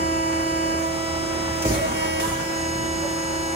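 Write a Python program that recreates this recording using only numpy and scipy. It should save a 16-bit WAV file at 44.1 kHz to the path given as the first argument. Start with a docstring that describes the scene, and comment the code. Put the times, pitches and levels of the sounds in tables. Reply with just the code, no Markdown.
"""A moulding machine in a workshop, heard close up through two microphone ports. At first its
eleven-piston hydraulic pump idles, whining over motor and fan hum and a rush of oil. Valves switch three
times, each with a short hiss and thuds in the steel frame. Near 0.8 s the whine changes colour; near
1.6 s the hardest thud lands, the pump slows under load and a thin whistle joins in; near 2.2 s the
whistle stops and the pump recovers its speed."""
import sys
import numpy as np
from scipy import signal
from scipy.fft import rfft, irfft, next_fast_len
from scipy.io import wavfile
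from scipy.ndimage import uniform_filter1d

SR = 44100
rng = np.random.default_rng(int(sys.argv[2]) if len(sys.argv) > 2 else 0)


def output_pcm(signal):
    """Save a mono or channel-first signal as 16-bit PCM at the path in sys.argv[1].

    Samples are clipped to [-1, 1] before scaling.
    """
    pcm = np.clip(np.atleast_2d(signal).T, -1, 1) * 32767
    wavfile.write(sys.argv[1], SR, np.round(pcm).astype(np.int16))


N = 156555
STEP = 128  # samples between values of a slow control curve
TIME = np.arange(N) / SR
CONTROL_TIME = TIME[::STEP]


def amp(db):
    return 10 ** (np.asarray(db) / 20)


def unit_rms(x):
    return x / np.sqrt(np.mean(x ** 2) + 1e-20)


def curve(points, x):
    return np.interp(x, *np.transpose(points))


def log_curve(points, hz):
    point_hz, value = np.transpose(points)
    return np.interp(np.log(hz + 1), np.log(point_hz + 1), value)


def per_sample(control):
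    return np.interp(TIME, CONTROL_TIME, control)


def wander(top_hz, count):
    """Random control curves of rms 1, each a sum of slow sines up to about top_hz."""
    hz = np.geomspace(.3, top_hz, 24)[:, None]
    chance = rng.random((count, 24, 2))
    detune = .8 + .409 * chance[..., 1:]
    waves = np.sin(2 * np.pi * (hz * detune * CONTROL_TIME + chance[..., :1])) / hz ** .1
    return np.array([unit_rms(row) for row in waves.sum(1)])


def tone(angle, left_rms, right_rms, lead):
    """One tone at both ports, the left ahead by lead radians."""
    lead = per_sample(np.broadcast_to(lead, CONTROL_TIME.shape))
    left = per_sample(left_rms) * np.cos(angle + lead)
    right = per_sample(right_rms) * np.cos(angle)
    return np.sqrt(2) * np.array([left, right])


# How alike the two ports sound. Each row: frequency in Hz, likeness from 0 to 1.
PORT_LIKENESS = [(40, 1), (110, 0.79), (200, 0.97), (280, 0.35), (450, 0.083), (1500, 0.29), (3000, 0.05),
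                 (6000, 0.16), (10200, 0.13), (11000, 0.75), (15500, 0.8)]
# Phase between the ports. Each row: frequency in Hz, left lead in radians.
PORT_LEAD = [(0, 0), (300, -.3), (1100, -2.6), (1800, -3), (3000, -4.7), (4000, -6.7), (5700, -9.4),
             (6700, -12.6), (9000, -15.5), (11600, -18.85), (12900, -22), (13700, -22), (14900, -25.13),
             (16000, -25.13)]
# Balance of noise at the microphone. Each row: frequency in Hz, left over right in dB.
PORT_BALANCE = [(60, 5), (150, -1), (400, .5), (1500, 1.5), (3000, 7), (5500, 2), (7700, -0.5), (9300, -14),
                (11000, -0.5), (15000, 0)]

def port_noise(spectrum, patchy_db, flicker_db):
    """Coloured noise of rms 1 at both ports, with drifting patches and flickering bands."""
    frames, hz = N // 256 + 5, np.fft.rfftfreq(1024, 1 / SR)
    a, b, c, d, chance = rng.standard_normal((frames, 513, 5)).T
    right, unshared = a + 1j * b, c + 1j * d
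    flicker = unit_rms(uniform_filter1d(chance, 200, 0))
    patches = unit_rms(uniform_filter1d(uniform_filter1d(chance, 12, 0), 12, 1))
    likeness = np.clip(log_curve(PORT_LIKENESS, hz), 0, 1)[:, None]
    left = likeness * right + np.sqrt(1 - likeness ** 2) * unshared
    left *= np.exp(1j * curve(PORT_LEAD, hz))[:, None]
    lean = amp(log_curve(PORT_BALANCE, hz) / 2)[:, None]
    octaves_below = np.log2(np.maximum(spectrum[0][0] / (hz + 1), 1))
    colour_db = log_curve(spectrum, hz) - 30 * octaves_below
    gain = amp(colour_db[:, None] + patchy_db * patches + flicker_db * flicker)
    ports = np.array([left * lean, right / lean]) * gain
    return unit_rms(signal.istft(ports, nperseg=1024, noverlap=768)[1][:, :N])


# The rush around the machine. Each row: frequency in Hz, relative density in dB.
ROAR_SPECTRUM = [(42, 0), (56, -4), (90, -8.5), (200, -4), (420, -7.5), (750, -8), (1500, -10.5),
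                 (3000, -21), (4800, -25), (6800, -18.5), (9500, -26.5), (12000, -33), (15500, -31)]
# Its swell under load. Each row: time in seconds, level change in dB.
ROAR_SWELL = [(0, 0), (.75, 0.5), (1, -0.5), (1.6, 1.5), (1.9, 3), (2.15, 2.5), (2.45, 1.5), (3, -0.5),
              (3.55, 0)]

def roar():
    """Broad rush of oil, fans and workshop, behind everything else."""
    level = amp(-33 + curve(ROAR_SWELL, TIME))
    return level * port_noise(ROAR_SPECTRUM, patchy_db=1.25, flicker_db=1)


# Motors and fans at the microphone. Each row: frequency in Hz, level in dB, wavering in dB,
# left over right in dB, left lead in radians.
HUM_TONES = [(80.2, -41.5, 3, -3.5, 0.078), (122.2, -46.5, 2.5, -1, 0.32), (162.7, -45, 1, -2, 0.55),
             (239.2, -53.5, 3.5, 2, 0.46), (358.3, -51, -3, -18.5, 0.17), (538, -39.5, 0.5, 7.5, 0.27),
             (568.4, -58.5, -9.5, -7, .6), (820, -56, 5, 15, 4.5), (884, -47.5, 4, 2, 1.9),
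             (2692, -69, 9, -3, .5)]

def hums():
    """Steady tones of motors and fans, each wavering a little in level and phase."""
    count, out = len(HUM_TONES), np.zeros((2, N))
    phases = 2 * np.pi * rng.random(count)
    wavers, drifts = wander(12, count), wander(8, count)
    for (hz, db, waver_db, lean_db, lead), waver, drift, phase in zip(HUM_TONES, wavers, drifts, phases):
        angle = 2 * np.pi * hz * TIME + phase + per_sample(.098 * waver_db * drift)
        level_db = db + waver_db * waver
        out += tone(angle, amp(level_db + lean_db / 2), amp(level_db - lean_db / 2), lead)
    return out


def load_whistle(hz=2158, db=-45.5, start_s=1.72, end_s=2.22):
    """A thin, wavering tone, timed to the stretch where the pump is loaded."""
    fade = np.clip(np.minimum(CONTROL_TIME - start_s, end_s - CONTROL_TIME) / .019, 0, 1)
    level = amp(db + 3.7 * wander(16, count=1)[0]) * fade
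    return tone(2 * np.pi * hz * TIME, level, level, lead=1.1)


# The valves, close by. Each row: start, rise, hold and 60 dB decay time in seconds, level in dB.
VALVE_HISSES = [(0.776, 0.02, .05, 0.94, -41), (1.62, .002, .01, .08, -30),
                (1.635, 0.024, 0.084, 0.43, -29), (1.775, 0.0092, 0.11, 1.1, -40.5),
                (2.196, .003, 0.006, 0.095, -29), (2.199, 0.0091, 0.015, 1.3, -31.5)]
# The colour they share. Each row: frequency in Hz, relative density in dB.
HISS_SPECTRUM = [(1600, 0), (3000, -2.5), (4000, -3), (6500, 3), (8500, -3.5), (11000, -4), (13000, -8.5),
                 (15500, -9)]

def valve_hisses():
    """Air and oil rush through a valve: rise, hold, release."""
    power = np.zeros(N)
    for start, rise, hold, t60, db in VALVE_HISSES:
        opening = np.clip((TIME - start) / rise, 0, 1)
        released_s = np.maximum(TIME - start - rise - hold, 0)
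        power += (opening * amp(db - 60 * released_s / t60)) ** 2
    return np.sqrt(power) * port_noise(HISS_SPECTRUM, patchy_db=2.5, flicker_db=.68)


def workshop_room(sound, tail_db=-6, t60=.6):
    """A sound reaches the ports apart in phase, with the room's tail following 6 ms behind."""
    t, size = TIME[:SR // 2], len(sound)
    hz = np.fft.rfftfreq(size, 1 / SR)
    tails = rng.standard_normal((2, len(t))) * amp(-60 * t / t60) * (t > .006)
    right_tail, unshared = rfft(tails / np.linalg.norm(tails[0]), size) * amp(tail_db)
    likeness = np.clip(log_curve(PORT_LIKENESS, hz), 0, 1)
    left_tail = likeness * right_tail + np.sqrt(1 - likeness ** 2) * unshared
    lead = np.exp(1j * curve(PORT_LEAD, hz))
    paths = np.array([lead * (1 + left_tail), 1 + right_tail])
    return irfft(rfft(sound) * paths, size)[:, :N]


# Shocks in the frame. Each row: start in seconds, gain in dB, pitch factor, tilt in dB per octave.
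SHOCKS = [(.74, -33, 1.1, -2), (1.650, -19, 1.0, 0), (1.684, -26, .8, -3), (1.706, -25, .95, -1),
          (1.745, -29, 1.1, -1), (2.203, -32, 1.0, 3), (2.262, -29, .8, -2)]
# The frame's modes. Each row: frequency in Hz, relative level in dB, 60 dB decay time in seconds.
FRAME_MODES = [(62, -9, .35), (110, -6, .3), (160, -3, .3), (240, -6, .18), (340, 2, .1), (430, -2, .09),
               (530, -2, .08), (640, -1, .08), (800, -6, .07), (960, -7, .07), (1200, -11, .05),
               (1500, -9, .05), (1800, -11, .045), (2200, -13, .04)]

def frame_thuds(rise_s=.005, clatter_share=.4, clatter_s=.012):
    """Pressure shocks, each with loose after-blows, set the steel frame ringing into the room."""
    t, frame = TIME[:SR // 2], np.zeros(next_fast_len(N + SR, True))
    clatter_decay = np.exp(-t / clatter_s)
    for start, db, pitch, tilt_db in SHOCKS:
        blow = clatter_share * rng.standard_normal(len(t)) * clatter_decay / np.linalg.norm(clatter_decay)
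        blow[0] = 1  # the shock itself
        ring = np.zeros(len(t))
        for hz, mode_db, t60 in FRAME_MODES:
            level = amp(mode_db + tilt_db * np.log2(hz / 340) - 60 * t / t60)
            ring += level * np.sin(2 * np.pi * (hz * pitch * t + rng.random()))
        ring *= np.minimum(t / rise_s, 1)
        frame[round(start * SR):][:len(t)] += amp(db) * signal.fftconvolve(blow, ring)[:len(t)]
    return workshop_room(frame)


# The work cycle. Each row: time in seconds, stage from 0 (idling) to 3 (recovered), unsteadiness 0 to 1.
PUMP_CYCLE = [(0, 0, .2), (.78, 0, .2), (.82, .6, .4), (1.0, 1, .2), (1.64, 1, .2), (1.67, 1.7, 1),
              (1.8, 1.8, .7), (1.92, 1.9, .7), (1.97, 2, .2), (2.2, 2, .2), (2.23, 2.4, 1),
              (2.36, 2.6, .65), (2.48, 2.75, .4), (2.57, 3, .2), (3.55, 3, .2)]
# The pump's pace, sagging under load. Each row: time in seconds, piston strokes per second.
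STROKE_RATE = [(0, 326.6), (.76, 326.6), (.9, 327.25), (1.64, 327.3), (1.69, 317.5), (1.8, 323),
               (1.88, 320), (1.96, 321.3), (2.2, 321.1), (2.29, 329.5), (2.34, 326), (2.41, 328),
               (2.47, 327.1), (3.55, 327.3)]
# The whine close up, a table for each port. Each row: one harmonic's level in dB at stages 0 to 3.
WHINE_LEFT_DB = [(-30.5, -34, -36.5, -31.5), (-41.5, -48, -30, -55.5), (-29, -37, -40.5, -39),
                 (-52, -39.5, -41, -43), (-42.5, -53, -54, -42), (-41.5, -44.5, -38.5, -44.5),
                 (-46.5, -49.5, -38, -52), (-47.5, -56, -59, -53), (-43, -45.5, -38.5, -43),
                 (-60, -54, -52, -76), (-67, -58, -60, -56), (-66, -48, -50, -51.5), (-50, -57, -56, -45.5),
                 (-61, -66, -50, -66), (-46, -51, -52, -49), (-42, -38, -39.5, -40), (-62, -51, -48, -51),
                 (-54, -51, -67, -56), (-49, -53, -51, -55), (-54, -50.5, -75, -40), (-51, -57, -51, -57),
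                 (-48.5, -51, -65, -46), (-58, -59, -63, -58), (-53, -48.5, -65, -53),
                 (-60, -53, -62, -49.5), (-59, -49, -69, -61), (-56, -62, -64, -53), (-64, -64, -43, -65),
                 (-65, -120, -72, -51), (-54.5, -54, -67, -54.5), (-73, -70, -71, -61),
                 (-63, -58, -69, -72), (-53, -72, -67, -62), (-73, -71, -74, -71), (-74, -76, -54, -64),
                 (-69, -85, -62, -59), (-69, -84, -64, -71), (-74, -77, -60, -75), (-72, -73, -56, -64),
                 (-74, -65, -77, -66), (-70, -73, -66, -59), (-70, -78, -93, -83)]
WHINE_RIGHT_DB = [(-26.5, -29.5, -32, -31), (-32.5, -32.5, -30.5, -35), (-28, -33.5, -35, -33),
                  (-43.5, -44, -36.5, -65), (-40, -47, -42, -37.5), (-37.5, -38.5, -36, -38.5),
                  (-43.5, -45, -38, -45.5), (-45.5, -48.5, -46, -48.5), (-43, -47, -40.5, -44.5),
                  (-59, -46, -45, -54.5), (-56, -51, -64, -51.5), (-67, -55, -58, -80),
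                  (-52.5, -60, -65, -63), (-56, -52, -54, -58), (-56, -48, -63, -51),
                  (-42, -43.5, -46, -47), (-58, -56, -51, -57), (-51, -72, -61, -67),
                  (-51.5, -54, -49, -55), (-50, -47, -65, -39.5), (-54, -61, -63, -53),
                  (-51, -58, -59, -50), (-54, -55, -58, -59), (-55, -62, -66, -49), (-49, -49, -62, -47),
                  (-55, -53, -69, -54), (-58, -54, -58, -49), (-53, -61, -45, -53), (-62, -78, -55, -59),
                  (-57, -60, -70, -56), (-64, -64, -61, -56), (-66, -69, -43, -69), (-78, -73, -63, -64),
                  (-73, -76, -76, -68), (-74, -77, -64, -58), (-66, -85, -65, -66), (-68, -84, -75, -72),
                  (-76, -103, -66, -75), (-67, -70, -52, -78), (-76, -78, -76, -66), (-70, -73, -66, -58),
                  (-70, -79, -76, -76)]
# Its phase between the ports. Each row: one harmonic's left lead in radians at stages 0 to 3.
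WHINE_LEAD = [(0.1, 0.6, -0.8, 0.5), (1.1, 0.2, -2.6, -2.5), (-3.1, -2.3, -2.6, -1.7),
              (-0.6, -1.1, -3.0, -2.4), (1.8, 3.0, 0.8, 2.8), (-1.9, -1.6, -0.3, -2.2),
              (-0.3, 0.1, -1.1, 0.1), (1.7, 0.3, -2.7, 0.3), (0.8, 1.2, 2.7, 0.7), (1.0, 1.3, -0.4, 1.1),
              (0.7, -0.4, -1.0, -0.4), (-2.3, 0.3, 2.4, 2.5), (-1.1, -3.1, 1.2, -2.2), (1.7, 0.2, 0.5, 0.4),
              (-2.1, -2.3, -1.9, -1.7), (3.0, -3.0, -2.7, -1.9), (-2.9, -2.4, 0.2, 0.1),
              (-2.0, 3.1, -1.7, 2.6), (-1.7, 0.0, 1.0, 0.2), (-1.7, 0.3, -0.4, -0.3), (0.3, -0.5, 1.4, 0.9),
              (-0.7, 2.3, 2.2, -2.4), (-3.0, 2.6, 0.4, 0.7), (2.9, 1.6, 2.2, -1.5), (-2.4, -2.8, 1.6, 3.1),
              (-0.6, -2.5, -0.8, -0.2), (1.7, -1.3, -0.0, -1.7), (-1.7, 2.2, -2.5, -2.4),
              (-2.4, 2.9, -2.7, -3.0), (1.3, 2.6, 1.8, 2.9), (1.5, -0.8, 2.3, 0.8), (0.7, -0.1, -1.1, 0.0),
              (-0.6, -0.1, 0.1, -0.1), (-0.0, 0.0, 0.0, 0.0), (-0.0, -0.0, -0.0, 0.0),
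              (-0.2, -0.0, 0.0, -0.7), (-0.7, -1.8, -1.6, -0.7), (-2.8, -2.3, -1.3, -3.1),
              (-3.0, -2.9, -2.1, 3.1), (-3.1, 3.1, -3.1, -3.1), (3.1, -3.1, -3.1, 3.1),
              (3.1, -3.1, -3.1, 3.1)]
# Pressure surges make one harmonic flare or drop out.
# Each row: start and length in seconds, harmonic number, peak change in dB.
PRESSURE_SURGES = [(.83, .05, 3, 6), (.78, .09, 20, 10), (1.7, .07, 2, 9), (1.74, .1, 7, 7),
                   (1.78, .08, 1, -12), (1.81, .06, 2, 11), (1.87, .1, 6, -12), (1.87, .09, 7, -12),
                   (1.87, .1, 2, -8), (1.85, .11, 3, 10), (2.0, .07, 3, 9), (2.195, .035, 6, 7),
                   (2.22, .05, 3, 17), (2.27, .05, 6, 8), (2.315, .04, 3, 11), (2.34, .05, 5, 7)]

def pump(pistons=11, waver_db=4, scatter_rad=.2, sink_db=-.9):
    """Harmonics of the piston rate change by stage, and waver, scatter and sink when pressure swings."""
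    t, count, out = CONTROL_TIME, len(WHINE_LEFT_DB), np.zeros((2, N))
    times, *columns = np.transpose(PUMP_CYCLE)
    stage, unsteady = (np.interp(t, times, column) for column in columns)
    stroke_angle = 2 * np.pi * np.cumsum(curve(STROKE_RATE, TIME)) / SR
    shaft_angle = stroke_angle[::STEP] / pistons
    phases = 2 * np.pi * rng.random((count, 2))
    wavers = wander(14, 3 * count).reshape(3, count, -1)  # shared, left, right
    scatters = wander(30, count)
    for i, (phase, wobble_phase) in enumerate(phases):
        harmonic = i + 1
        change_db = unsteady * waver_db * (wavers[0, i] + .51 * wavers[1:, i])
        change_db += sink_db * harmonic * (unsteady - unsteady.min())
        for start, length, number, peak_db in PRESSURE_SURGES:
            if number == harmonic:
                change_db += peak_db * np.sin(np.pi * np.clip((t - start) / length, 0, 1))
        wobble = 1 + .2 * np.cos(shaft_angle + wobble_phase)  # once a turn
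        left = wobble * amp(np.interp(stage, range(4), WHINE_LEFT_DB[i]) + change_db[0])
        right = wobble * amp(np.interp(stage, range(4), WHINE_RIGHT_DB[i]) + change_db[1])
        lead = np.interp(stage, range(4), np.unwrap(WHINE_LEAD[i]))
        scatter = per_sample(scatter_rad * harmonic * unsteady ** 2 * scatters[i])
        out += tone(harmonic * stroke_angle + phase + scatter, left, right, lead)
    return out


def scene():
    """The whole machine, from where the microphone stands."""
    return pump() + hums() + load_whistle() + roar() + valve_hisses() + frame_thuds()


def record(dry):
    """The microphone's bass cut, then the band limit."""
    bass_cut = signal.butter(4, 49.4, "high", fs=SR, output="sos")
    band_limit = signal.firwin(511, 15780, window=("kaiser", 9), fs=SR)
    return signal.oaconvolve(signal.sosfilt(bass_cut, dry), band_limit[None], "same")


dry = scene()
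out = record(dry)
output_pcm(out)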